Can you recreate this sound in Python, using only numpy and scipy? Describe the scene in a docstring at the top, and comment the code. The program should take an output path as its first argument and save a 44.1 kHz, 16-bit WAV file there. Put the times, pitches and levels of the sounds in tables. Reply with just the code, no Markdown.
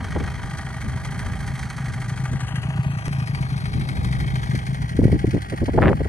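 """Open snow: a two-stroke snowmobile idles a few metres from a hand-held camera, with brief surges.
The exhaust thuds once a turn and misfires about every third: swinging puffs timed by the crank.
Pistons, clutch and cowling clatter with the crank: filtered noise bursts over a steady rush.
The camera pans away and the machine drifts left: delay, shading and gliding dips and peaks per port.
Wind buffets the microphone: low rumble, short roars and pointed pops; one dry click with a soft thump."""
import sys
import numpy as np
from scipy import signal
from scipy.fft import rfft, irfft
from scipy.io import wavfile
from scipy.ndimage import uniform_filter1d

SR = 44100
rng = np.random.default_rng(int(sys.argv[2]) if len(sys.argv) > 2 else 0)


def transcribe(u):
    """Save the signal u as a 16-bit wav file named by the first command-line argument.

    u: samples, shape (n,) or (channels, n), limited to [-1, 1]; the rate is SR.
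    q: integer samples, one column per channel.
    """
    v = np.clip(np.atleast_2d(u).T, -1, 1)
    q = np.round(v * 32767).astype(np.int16)
    wavfile.write(sys.argv[1], SR, q)


N = 268348
TIME_S = np.arange(N) / SR

# crank speed, idle with quick surges: [t/s, speed/(turns/s)]
SPEED = [(0.0, 25.66), (1.0, 25.99), (1.16, 29.08), (1.57, 26.18), (1.7, 26.7), (1.94, 24.85), (2.52, 26.6),
         (2.62, 27.8), (2.76, 28.5), (2.95, 28.0), (3.06, 28.6), (3.16, 27.3), (3.42, 26.15), (4.11, 25.28),
         (4.18, 26.5), (4.56, 25.15), (4.86, 27.26), (5.68, 25.25), (6.08, 26.21)]
START_TURN = .941
# late, weak burns: [t/s]
MISFIRES = [.11, .27, .43, .58, .69, .81, .93, 1.04, 1.15, 1.25, 1.47, 1.59, 1.7, 1.73, 1.93, 2.05, 2.17,
            2.28, 2.4, 2.48, 2.51, 2.62, 2.72, 2.83, 3.01, 3.05, 3.27, 3.38, 3.49, 3.61, 3.73, 3.84, 3.96,
            4.04, 4.19, 4.3, 4.42, 4.46, 4.62, 4.66, 4.78, 4.88, 5.42, 5.46, 5.5, 5.58]
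# ring of the silencer after each puff
PIPE_RING_S, PIPE_RING_SHARE = 0.018, 0.042

# knocks within each turn: [crank angle/turns, cowling level/dB, bright metal level/dB]
KNOCKS = [(-.03, -6.5, -20), (.05, -2.5, 0.5), (.62, -3.5, 6), (.73, -12, 0.5)]
METAL_SPREAD_DB = 2
# cowling and engine block, relative spectrum: [f/Hz, level per Hz/dB]
COWLING = [(100, -22.5), (250, 6.5), (410, -9), (500, -7.5), (620, 1), (900, 3), (1100, -2), (1600, 2.5),
           (2150, 0), (2700, -8.5), (3700, -23), (6000, -31.5), (12000, -42)]
# their panel modes: [f/Hz, width/Hz, boost/dB]
COWLING_MODES = [(403.3, 30, 17.3), (645, 9.7, 8.7), (798, 60, 9.3), (965, 19, 8.2), (1197, 137, 8.7),
                 (1346, 17, 5.1), (1465, 29, 4.9), (1500, 52, 2), (1613, 70, 5.2), (1674, 10, 9.2),
                 (1887, 38, 9), (1964, 35, 5.8), (2227, 96, 5.2), (2502, 18, 8.7), (3228, 410, 14.4),
                 (4300, 310, 14)]
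# clutch and fins, relative spectrum: [f/Hz, level per Hz/dB]
METAL = [(300, -65), (1200, -5), (2000, 18), (2900, -13.5), (3700, 4.5), (4500, 7), (5300, 2), (6300, 7.5),
         (7400, 1), (8900, 7), (10000, -1), (11000, 4.5), (11700, -6), (12400, -39)]
# their resonances: [f/Hz, width/Hz, boost/dB]
METAL_MODES = [(3290, 110, -10.5), (4170, 120, 2)]
# clacks that stand out: [t/s, relative level/dB]
CLACKS = [(.2374, -42), (0.582, -38), (.814, -38), (1.047, -34.5), (1.1911, -34.5), (1.26, -39.5),
          (1.476, -36), (1.59, -36), (1.6995, -36.5), (1.935, -37), (2.093, -38), (2.404, -37),
          (2.555, -35), (3.887, -34.5), (4.124, -35.5), (4.355, -35), (4.5508, -33), (4.665, -35.5),
          (4.891, -36.5), (4.965, -38), (5.116, -37.5), (5.307, -37), (5.418, -37.5), (5.657, -37)]
# ordinary clacks, base strength: [t/s, relative level/dB]
CLACK_LEVEL = [(0, -44), (1.1, -45.5), (1.8, -37.5), (2.3, -41.5), (2.9, -49), (3.1, -39.5), (3.5, -38.5),
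               (4.2, -41.5), (5.0, -37), (5.25, -43), (5.6, -41.5), (6.08, -48)]
# added to the ordinary clack on the turn after a misfire, from the jerk
JERK_DB = 2.8

# pan: [t/s, low-pitch lead of left port/ms, shadow before weighting/dB,
#       exhaust level/dB, cowling level/dB, bright metal level/dB]
PAN = [(0, -.01, 2, -42, -37, -50.5), (.6, 0.058, 2.5, -33.5, -39, -49.5),
       (1.2, 0.049, 1, -31.5, -38.5, -49.5), (1.8, 0.013, 0, -28, -39, -49),
       (2.4, 0.087, 4.5, -25, -39.5, -51), (3.0, 0.26, 1.5, -24, -39, -50.5),
       (3.7, 0.35, 6.5, -27, -39.5, -48.5), (4.4, 0.4, 6, -24.5, -39, -48.5),
       (5.0, 0.43, 3, -27.5, -40, -53), (5.5, 0.46, 2, -34, -38, -52), (6.08, 0.47, 2, -44, -39.5, -56.5)]
# weight of the shadow by pitch: [f/Hz, share]
SHADOW = [(100, 0.56), (600, 0.95), (1500, 1.13), (2700, 0.32), (3700, 2.3), (5500, 1.4), (7200, 0.095),
          (8500, 0.066)]
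# extra phase lag of the right port's treble during the middle of the pan: [t/s, extra phase/turns]
TREBLE_LAG = [(2.75, 0), (2.95, .58), (3.4, .4), (3.7, .2), (4.4, 0)]
TREBLE_LAG_HZ = 3870
# gliding dips and peaks as the camera turns, left port: [width/octaves, [t/s, f/Hz, gain/dB]]
LEFT_GLIDES = [(.15, [(1.9, 2650, -21), (2.5, 2870, 11), (2.9, 2640, 11.5), (3.5, 2380, 5.5),
               (4.3, 2210, 5), (5.0, 2500, 1)]), (.2, [(2.0, 4200, 1.5), (2.5, 5400, -3), (2.9, 5940, -8),
               (3.3, 7000, -13), (4.05, 6700, -7.5), (6.08, 7800, -1)]), (.25, [(0, 5850, 3),
               (1.9, 6160, 2), (2.5, 7560, 6), (2.8, 7600, 2)]), (.4, [(3.0, 1760, -0.5), (4.2, 1650, -4),
               (5.0, 1510, -5.5), (6.08, 1550, -7)])]
# same, right port, which turns away from the machine: [width/octaves, [t/s, f/Hz, gain/dB]]
RIGHT_GLIDES = [(0.43, [(2.1, 2350, 1.5), (2.55, 2260, -9), (2.9, 2060, -12), (3.45, 1910, -6.5),
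                (4.1, 1760, 1.5), (5.0, 1400, -0.5)]), (0.1, [(2.0, 6300, 1), (2.45, 5660, 8),
                (2.95, 3700, -9), (3.45, 3300, -35), (4.05, 2880, -36), (4.5, 2640, -17),
                (5.5, 2500, -25)]), (0.23, [(3.4, 7340, 1), (4.05, 6100, -8), (4.4, 5230, -7),
                (5.0, 4200, 1)]), (0.15, [(4.5, 7140, -3), (5.2, 6720, -19), (6.08, 6560, -12.5)]),
                (0.086, [(2.5, 6900, -4), (2.95, 6300, 5.5), (3.45, 4300, 14), (4.05, 3800, 15),
                (4.5, 3580, 15.5), (5.5, 3480, -27)]), (0.26, [(3.0, 2800, 0.5), (5.0, 650, -3)])]
# scattered sound, before its tilt by pitch
STRAY_DB = -13

# wind on the microphone, before flutter and gusts: [t/s, level/dB]
BREEZE = [(0, -25), (.65, -34.5), (1.3, -30), (1.6, -33), (2.8, -35.5), (3.4, -31), (4.0, -28), (4.9, -30),
          (5.5, -33), (6.08, -28.5)]
# wind rumble, relative spectrum: [f/Hz, level per Hz/dB]
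RUMBLE = [(15, -44), (30, -16), (45, -6.5), (62, 0.5), (100, -2), (180, -7), (300, -22.5), (600, -33.5),
          (2000, -63)]
# level of the opposed part of the wind against the common part
WIND_APART = .42
# gusts striking the microphone: [t/s, length/s, level/dB, top of roar f/Hz]
BUFFETS = [(0.154, 0.026, -23, 517), (.194, 0.039, -28, 430), (0.839, 0.057, -30.5, 232),
           (2.319, 0.033, -28, 258), (3.738, 0.099, -27, 262), (4.17, 0.087, -29.5, 200),
           (4.533, 0.035, -26, 336), (4.988, 0.015, -15.5, 400), (4.996, 0.16, -19, 145),
           (5.009, 0.053, -18, 313), (5.068, 0.021, -25, 220), (5.116, 0.055, -16.5, 278),
           (5.24, 0.015, -19, 438), (5.272, 0.021, -17, 233), (5.33, 0.056, -19.5, 327),
           (5.517, 0.033, -24, 480), (5.614, 0.028, -19, 333), (5.677, 0.022, -21.5, 656),
           (5.733, 0.039, -21, 440), (5.775, 0.018, -13, 810), (5.792, 0.15, -16, 645),
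           (5.943, 0.018, -19, 201), (6.001, 0.023, -22, 480), (6.053, 0.015, -25.5, 523)]
# small fast eddies right on the port: [t/s, peak level/dB, f/Hz]
POPS = [(.163, -14, 710), (4.548, -22.5, 395), (4.992, -0.5, 260), (5.018, -19, 510), (5.038, -9, 302),
        (5.055, -4, 268), (5.082, -12.5, 367), (5.1, -18.5, 436), (5.129, -9.5, 335), (5.14, -20, 171),
        (5.245, -7.5, 306), (5.349, -12.5, 337), (5.366, -19.5, 473), (5.379, -23.5, 510),
        (5.782, -20, 390), (5.789, -10.5, 1040), (5.822, -7, 1340), (5.829, -4, 1270), (5.838, -12, 1290),
        (5.849, -24, 1440), (5.858, -5.5, 1270), (5.864, -21, 1800), (5.882, -8, 1720), (5.89, -9.5, 1350),
        (5.931, -10, 1100)]
# dry click, soft thump: [t/s, thump level/dB]
CLICK = (3.082, -17)
# pops where the last gust tears: [t/s, length/s, middle peak level/dB, middle f/Hz]
CRACKLE = (5.818, 0.08, -19.5, 1150)
CRACKLE_OCTAVES = .6
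EDGE_HZ = 12700


def gain_of(db):
    """Decibels to an amplitude factor."""
    return 10 ** (np.asarray(db) / 20)


def evened(x):
    """Scale to rms 1."""
    return x / np.sqrt(np.mean(x ** 2) + 1e-20)


def read(points, hz):
    """Interpolate a spectrum table on a log-frequency axis."""
    f, value = np.transpose(points)
    return np.interp(np.log(hz + 1), np.log(f + 1), value)


def curves(rows, t):
    """Interpolate every column of a time table at t."""
    s, *columns = np.transpose(rows)
    return [np.interp(t, s, c) for c in columns]


def add(mix, start_s, sound):
    """Mix a sound in at start_s, in place."""
    part = mix[..., max(round(start_s * SR), 0):][..., :sound.shape[-1]]
    part += sound[..., :part.shape[-1]]


def colour(x, spectrum, modes=()):
    """Causal minimum-phase filter: spectrum plus resonances."""
    size = 4096
    hz = abs(np.fft.fftfreq(size, 1 / SR))
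    db = read(spectrum, hz)
    for f, width_hz, boost_db in modes:
        db = db + boost_db / (1 + (2 * (hz - f) / width_hz) ** 2)
    log_response = np.conj(signal.hilbert(np.log(gain_of(db))))
    response = np.fft.ifft(np.exp(log_response)).real
    return signal.oaconvolve(x, response)[:len(x)]


def crank(angle_turns):
    """Times/s at which the crank passes an angle: speed integrated, then inverted."""
    turns = START_TURN + np.cumsum(curves(SPEED, TIME_S)[0]) / SR
    return np.interp(np.arange(1, int(turns[-1]) + 1) + angle_turns, turns, TIME_S)


def misfired():
    """1 for every turn that misfires, else 0."""
    times = crank(.5)
    missed = np.zeros(len(times))
    missed[np.searchsorted(times, MISFIRES) - 1] = 1
    return missed


def exhaust(port_turns=0.5665, pipe_hz=124, hot_hz=66, cool_s=0.0054, swell_s=0.0082,
            misfire_db=-9.5, late_s=0.006, boom=0.29, boom_hz=88,
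            spread_db=1.5, scatter_hz=4.1, jitter_s=0.00065, low_cut_hz=30):
    """The port opens half a turn after ignition; a puff swings the silencer, late, weak, cool on a misfire."""
    times, out, t = crank(port_turns), np.zeros(N), np.arange(SR // 8) / SR
    u = t / swell_s
    swell = u * np.exp(1 - u)
    swing = swell ** 0.91 + PIPE_RING_SHARE * (1 - np.exp(-u * 2)) * np.exp(-t / PIPE_RING_S)
    box = boom * swell ** 2 * np.cos(2 * np.pi * boom_hz * (t - swell_s))
    draws = rng.standard_normal((len(times), 3))
    for s, miss, (burn, tune, slip) in zip(times, misfired(), draws):
        # hot gas starts sharp, falls in pitch as it cools
        hz = pipe_hz + scatter_hz * tune + hot_hz * (1 - .5 * miss) * np.exp(-t / cool_s)
        pipe = swing * np.sin(2 * np.pi * np.cumsum(hz) / SR)
        gain = gain_of(misfire_db * miss + spread_db * burn)
        add(out, s + late_s * miss + jitter_s * slip, gain * (pipe + box))
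    return evened(signal.sosfilt(signal.butter(1, low_cut_hz, "high", fs=SR, output="sos"), out))


def burst(decay_s, rise_s, grain_db=2.5):
    """Struck part: dense noise ring with a grainy envelope."""
    t = np.arange(SR // 14) / SR
    ring, grain = rng.standard_normal((2, len(t)))
    ring = evened(ring * gain_of(grain_db * evened(uniform_filter1d(grain, size=40))))
    return ring * (1 - np.exp(-t / rise_s)) * np.exp(-t / decay_s)


def clatter(levels_db, decay_s, rise_s, spread_db, alike, rush_db, swing_db, jitter_s=.0002):
    """Knocks at fixed crank angles, alternating in force by turn, over the rush of the cooling fan."""
    out, alike = np.zeros(N), np.clip(alike, 0, 1)
    for (angle, *_), db in zip(KNOCKS, levels_db):
        own, times = burst(decay_s, rise_s), crank(angle)
        draws = rng.standard_normal((len(times), 2))
        for turn, (s, (force, slip)) in enumerate(zip(times, draws)):
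            ring = alike * own + np.sqrt(1 - alike ** 2) * burst(decay_s, rise_s)
            knock_db = db + spread_db * force + swing_db * (-1) ** turn
            add(out, s + jitter_s * slip, gain_of(knock_db) * ring)
    return evened(out) + gain_of(rush_db) * rng.standard_normal(N)


def cowling():
    """Knocks and rush through the panel modes of cowling and block."""
    knocks = clatter(np.transpose(KNOCKS)[1], decay_s=0.009, rise_s=0.0036, spread_db=1.5,
                     alike=0.64, rush_db=-11.0, swing_db=-0.97)
    return evened(colour(knocks, COWLING, COWLING_MODES))


def bright_metal():
    """The same knock angles ringing in clutch and fins."""
    knocks = clatter(np.transpose(KNOCKS)[2], decay_s=0.008, rise_s=0.0041,
                     spread_db=METAL_SPREAD_DB, alike=0.86, rush_db=-5, swing_db=1.0)
    return evened(colour(knocks, METAL, METAL_MODES))


def clacks(angle_turns=-.01, spread_db=2.33, decay_s=0.013, rise_s=0.0025, sharp_rise_s=0.00061,
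           between_db=-16, level_db=-1.5, cowling_db=9):
    """Clutch slack taken up, strong and weak by turns, shakes the cowling; listed clacks start sharply."""
    metal, shell = np.zeros((2, N))
    times = crank(angle_turns)
    levels_db = curves(CLACK_LEVEL, times)[0] + np.resize([between_db, 0], len(times))
    levels_db += spread_db * rng.standard_normal(len(times))
    levels_db += JERK_DB * np.roll(misfired(), 1)
    rises_s = np.full(len(times), rise_s)
    # listed clacks replace the nearest ordinary ones
    for s, db in CLACKS:
        turn = np.argmin(abs(times - s))
        times[turn], levels_db[turn], rises_s[turn] = s, db - 1.5, sharp_rise_s
    for s, db, rise in zip(times, levels_db, rises_s):
        add(metal, s, gain_of(db + level_db) * burst(decay_s, rise))
        add(shell, s, gain_of(db + cowling_db) * burst(decay_s=0.01, rise_s=0.0018))
    # a sharp blow hardly moves the low panel modes
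    shell = colour(shell, [(300, -6.5), (900, -5.0), (1600, 6.5)])
    return colour(metal, METAL, METAL_MODES) + colour(shell, COWLING, COWLING_MODES)


def glides(table, hz, t):
    """Waves round the turning camera body cancel or add at moving pitches: gain by pitch and time."""
    db = 0
    for octaves, track in table:
        centre_hz, height_db = curves(track, t)
        db = db + height_db * np.exp(-(np.log2((hz + 1) / centre_hz) / octaves) ** 2)
    return gain_of(db)


def ports(x, merge_hz=7800, twist_hz=10200, twist_width_hz=600, bend_hz=4000, bend=0.16):
    """Two ports: delay and scatter below merge_hz, a phase twist above it; shadow and glides shape each."""
    hz, t, z = signal.stft(x, SR, nperseg=512, noverlap=384)
    lead_ms, shadow_db = curves(PAN, t)[:2]
    hz = hz[:, None]
    apart = 1 / (1 + (hz / merge_hz) ** 20)
    # short waves bend round the camera with less delay than long ones
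    lag_rad = 2 * np.pi * hz * apart * (lead_ms / 1000) / (1 + (hz / bend_hz) ** 2) ** bend
    treble_turns = curves(TREBLE_LAG, t)[0] * apart / (1 + (TREBLE_LAG_HZ / (hz + 1)) ** 10)
    lag_rad = lag_rad + 2 * np.pi * treble_turns
    twist_rad = 2 * np.arctan((hz - twist_hz) / twist_width_hz) + np.pi
    # sound scattered by snow and ice reaches the two ports unequally
    scatter = rng.standard_normal(z.shape) + 1j * rng.standard_normal(z.shape)
    stray = gain_of(STRAY_DB) * apart * hz / (hz + 1200) * abs(z) * scatter
    shade = gain_of(shadow_db * read(SHADOW, hz))
    left = (z + stray) * glides(LEFT_GLIDES, hz, t) * shade ** 0.58
    right = (z - stray) * glides(RIGHT_GLIDES, hz, t) / shade ** 0.21
    right = right * np.exp(-1j * (lag_rad + twist_rad * (1 - apart)))
    return signal.istft(np.array([left, right]), SR, nperseg=512, noverlap=384)[1][:, :N]


def snowmobile():
    """Exhaust, cowling, bright metal and clacks on one crank, heard at both ports."""
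    exhaust_db, cowling_db, metal_db = curves(PAN, TIME_S)[2:]
    machine = gain_of(exhaust_db) * exhaust()
    machine += gain_of(cowling_db) * cowling()
    machine += gain_of(metal_db) * bright_metal()
    return ports(machine + clacks())


def breeze(gust_db=-10, linger_s=0.02, flutter_db=2.0, flutter_hz=9):
    """Moving air rumbles at both ports, partly in common; it flutters and swells around every gust."""
    both, apart = (evened(colour(n, RUMBLE)) for n in rng.standard_normal((2, N)))
    slow = np.fft.rfftfreq(N, 1 / SR) < flutter_hz
    flutter = evened(irfft(rfft(rng.standard_normal(N)) * slow, N))
    power = gain_of(curves(BREEZE, TIME_S)[0] + flutter_db * flutter) ** 2
    for s, length_s, db, _ in BUFFETS:
        offset = (TIME_S - s - length_s / 2) / (length_s / 2 + linger_s)
        power = power + gain_of(db + gust_db) ** 2 * np.exp(-offset ** 2)
    return np.sqrt(power) * (both + WIND_APART * np.array([apart, -apart]))


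def buffets(low_hz=85, steepness=3.51, droop=0.53, side=0.41, left_db=0.7):
    """Each eddy is a short roar of pressure: gated noise in a band up to its own top pitch."""
    out, size = np.zeros((2, N)), 16384
    hz = np.fft.rfftfreq(size, 1 / SR) + 1
    t = (np.arange(size) - size // 8) / SR
    for s, length_s, db, top_hz in BUFFETS:
        gate = np.sin(np.pi * np.clip(t / length_s, 0, 1)).clip(0) ** .5
        edges = (1 + (low_hz / hz) ** 5) * (1 + (hz / top_hz) ** (2 * steepness))
        shape = (hz / low_hz) ** -droop / np.sqrt(edges)
        roar = irfft(rfft(gate * rng.standard_normal((2, size))) * shape)
        # rms 1 over the gust's length
        both, apart = roar * np.sqrt(length_s * SR / np.sum(roar ** 2, axis=1, keepdims=True))
        add(out, s + t[0], gain_of(db) * np.array([both + side * apart, both - side * apart]))
    return out * gain_of([[left_db], [-left_db]])


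def pops(width_turns=0.23):
    """Each pop, single or in the crackle, is one quick, pointed swing of pressure."""
    out, t = np.zeros(N), np.arange(-SR // 50, SR // 50) / SR
    for s, db, hz in [*POPS, *crackle()]:
        swing = np.cos(2 * np.pi * hz * t) / np.cosh(hz * t / width_turns)
        add(out, s + t[0], -gain_of(db) * swing)
    return out


def click(thump_s=0.0031, tick=0.14, tick_s=0.0002):
    """A small decaying step of pressure with a sharp noisy edge."""
    out, t = np.zeros(N), np.arange(SR // 20) / SR
    start_s, db = CLICK
    edge = tick * rng.standard_normal(len(t)) * np.exp(-t / tick_s)
    add(out, start_s, gain_of(db) * (np.exp(-t / thump_s) + edge))
    return out


def crackle(count=56, spread_db=4):
    """Torn flow: pops of random size and pitch in uneven succession, rows [t/s, peak level/dB, f/Hz]."""
    start_s, length_s, db, hz = CRACKLE
    place, size, pitch = rng.uniform(-1.01, 1, (count, 3)).T
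    times = start_s + length_s * (1 + place) / 2
    return zip(times, db + spread_db * size, hz * 2 ** (CRACKLE_OCTAVES * pitch))


def scene():
    """Machine, wind and click; open snow gives no echo."""
    return snowmobile() + breeze() + buffets() + pops() + click()


def record(dry):
    """Band limit of the camera: linear-phase low-pass."""
    low_pass = signal.firwin(255, EDGE_HZ, window=("kaiser", 8), fs=SR)
    return signal.oaconvolve(dry, low_pass[None], "same")


dry = scene()
out = record(dry)
transcribe(out)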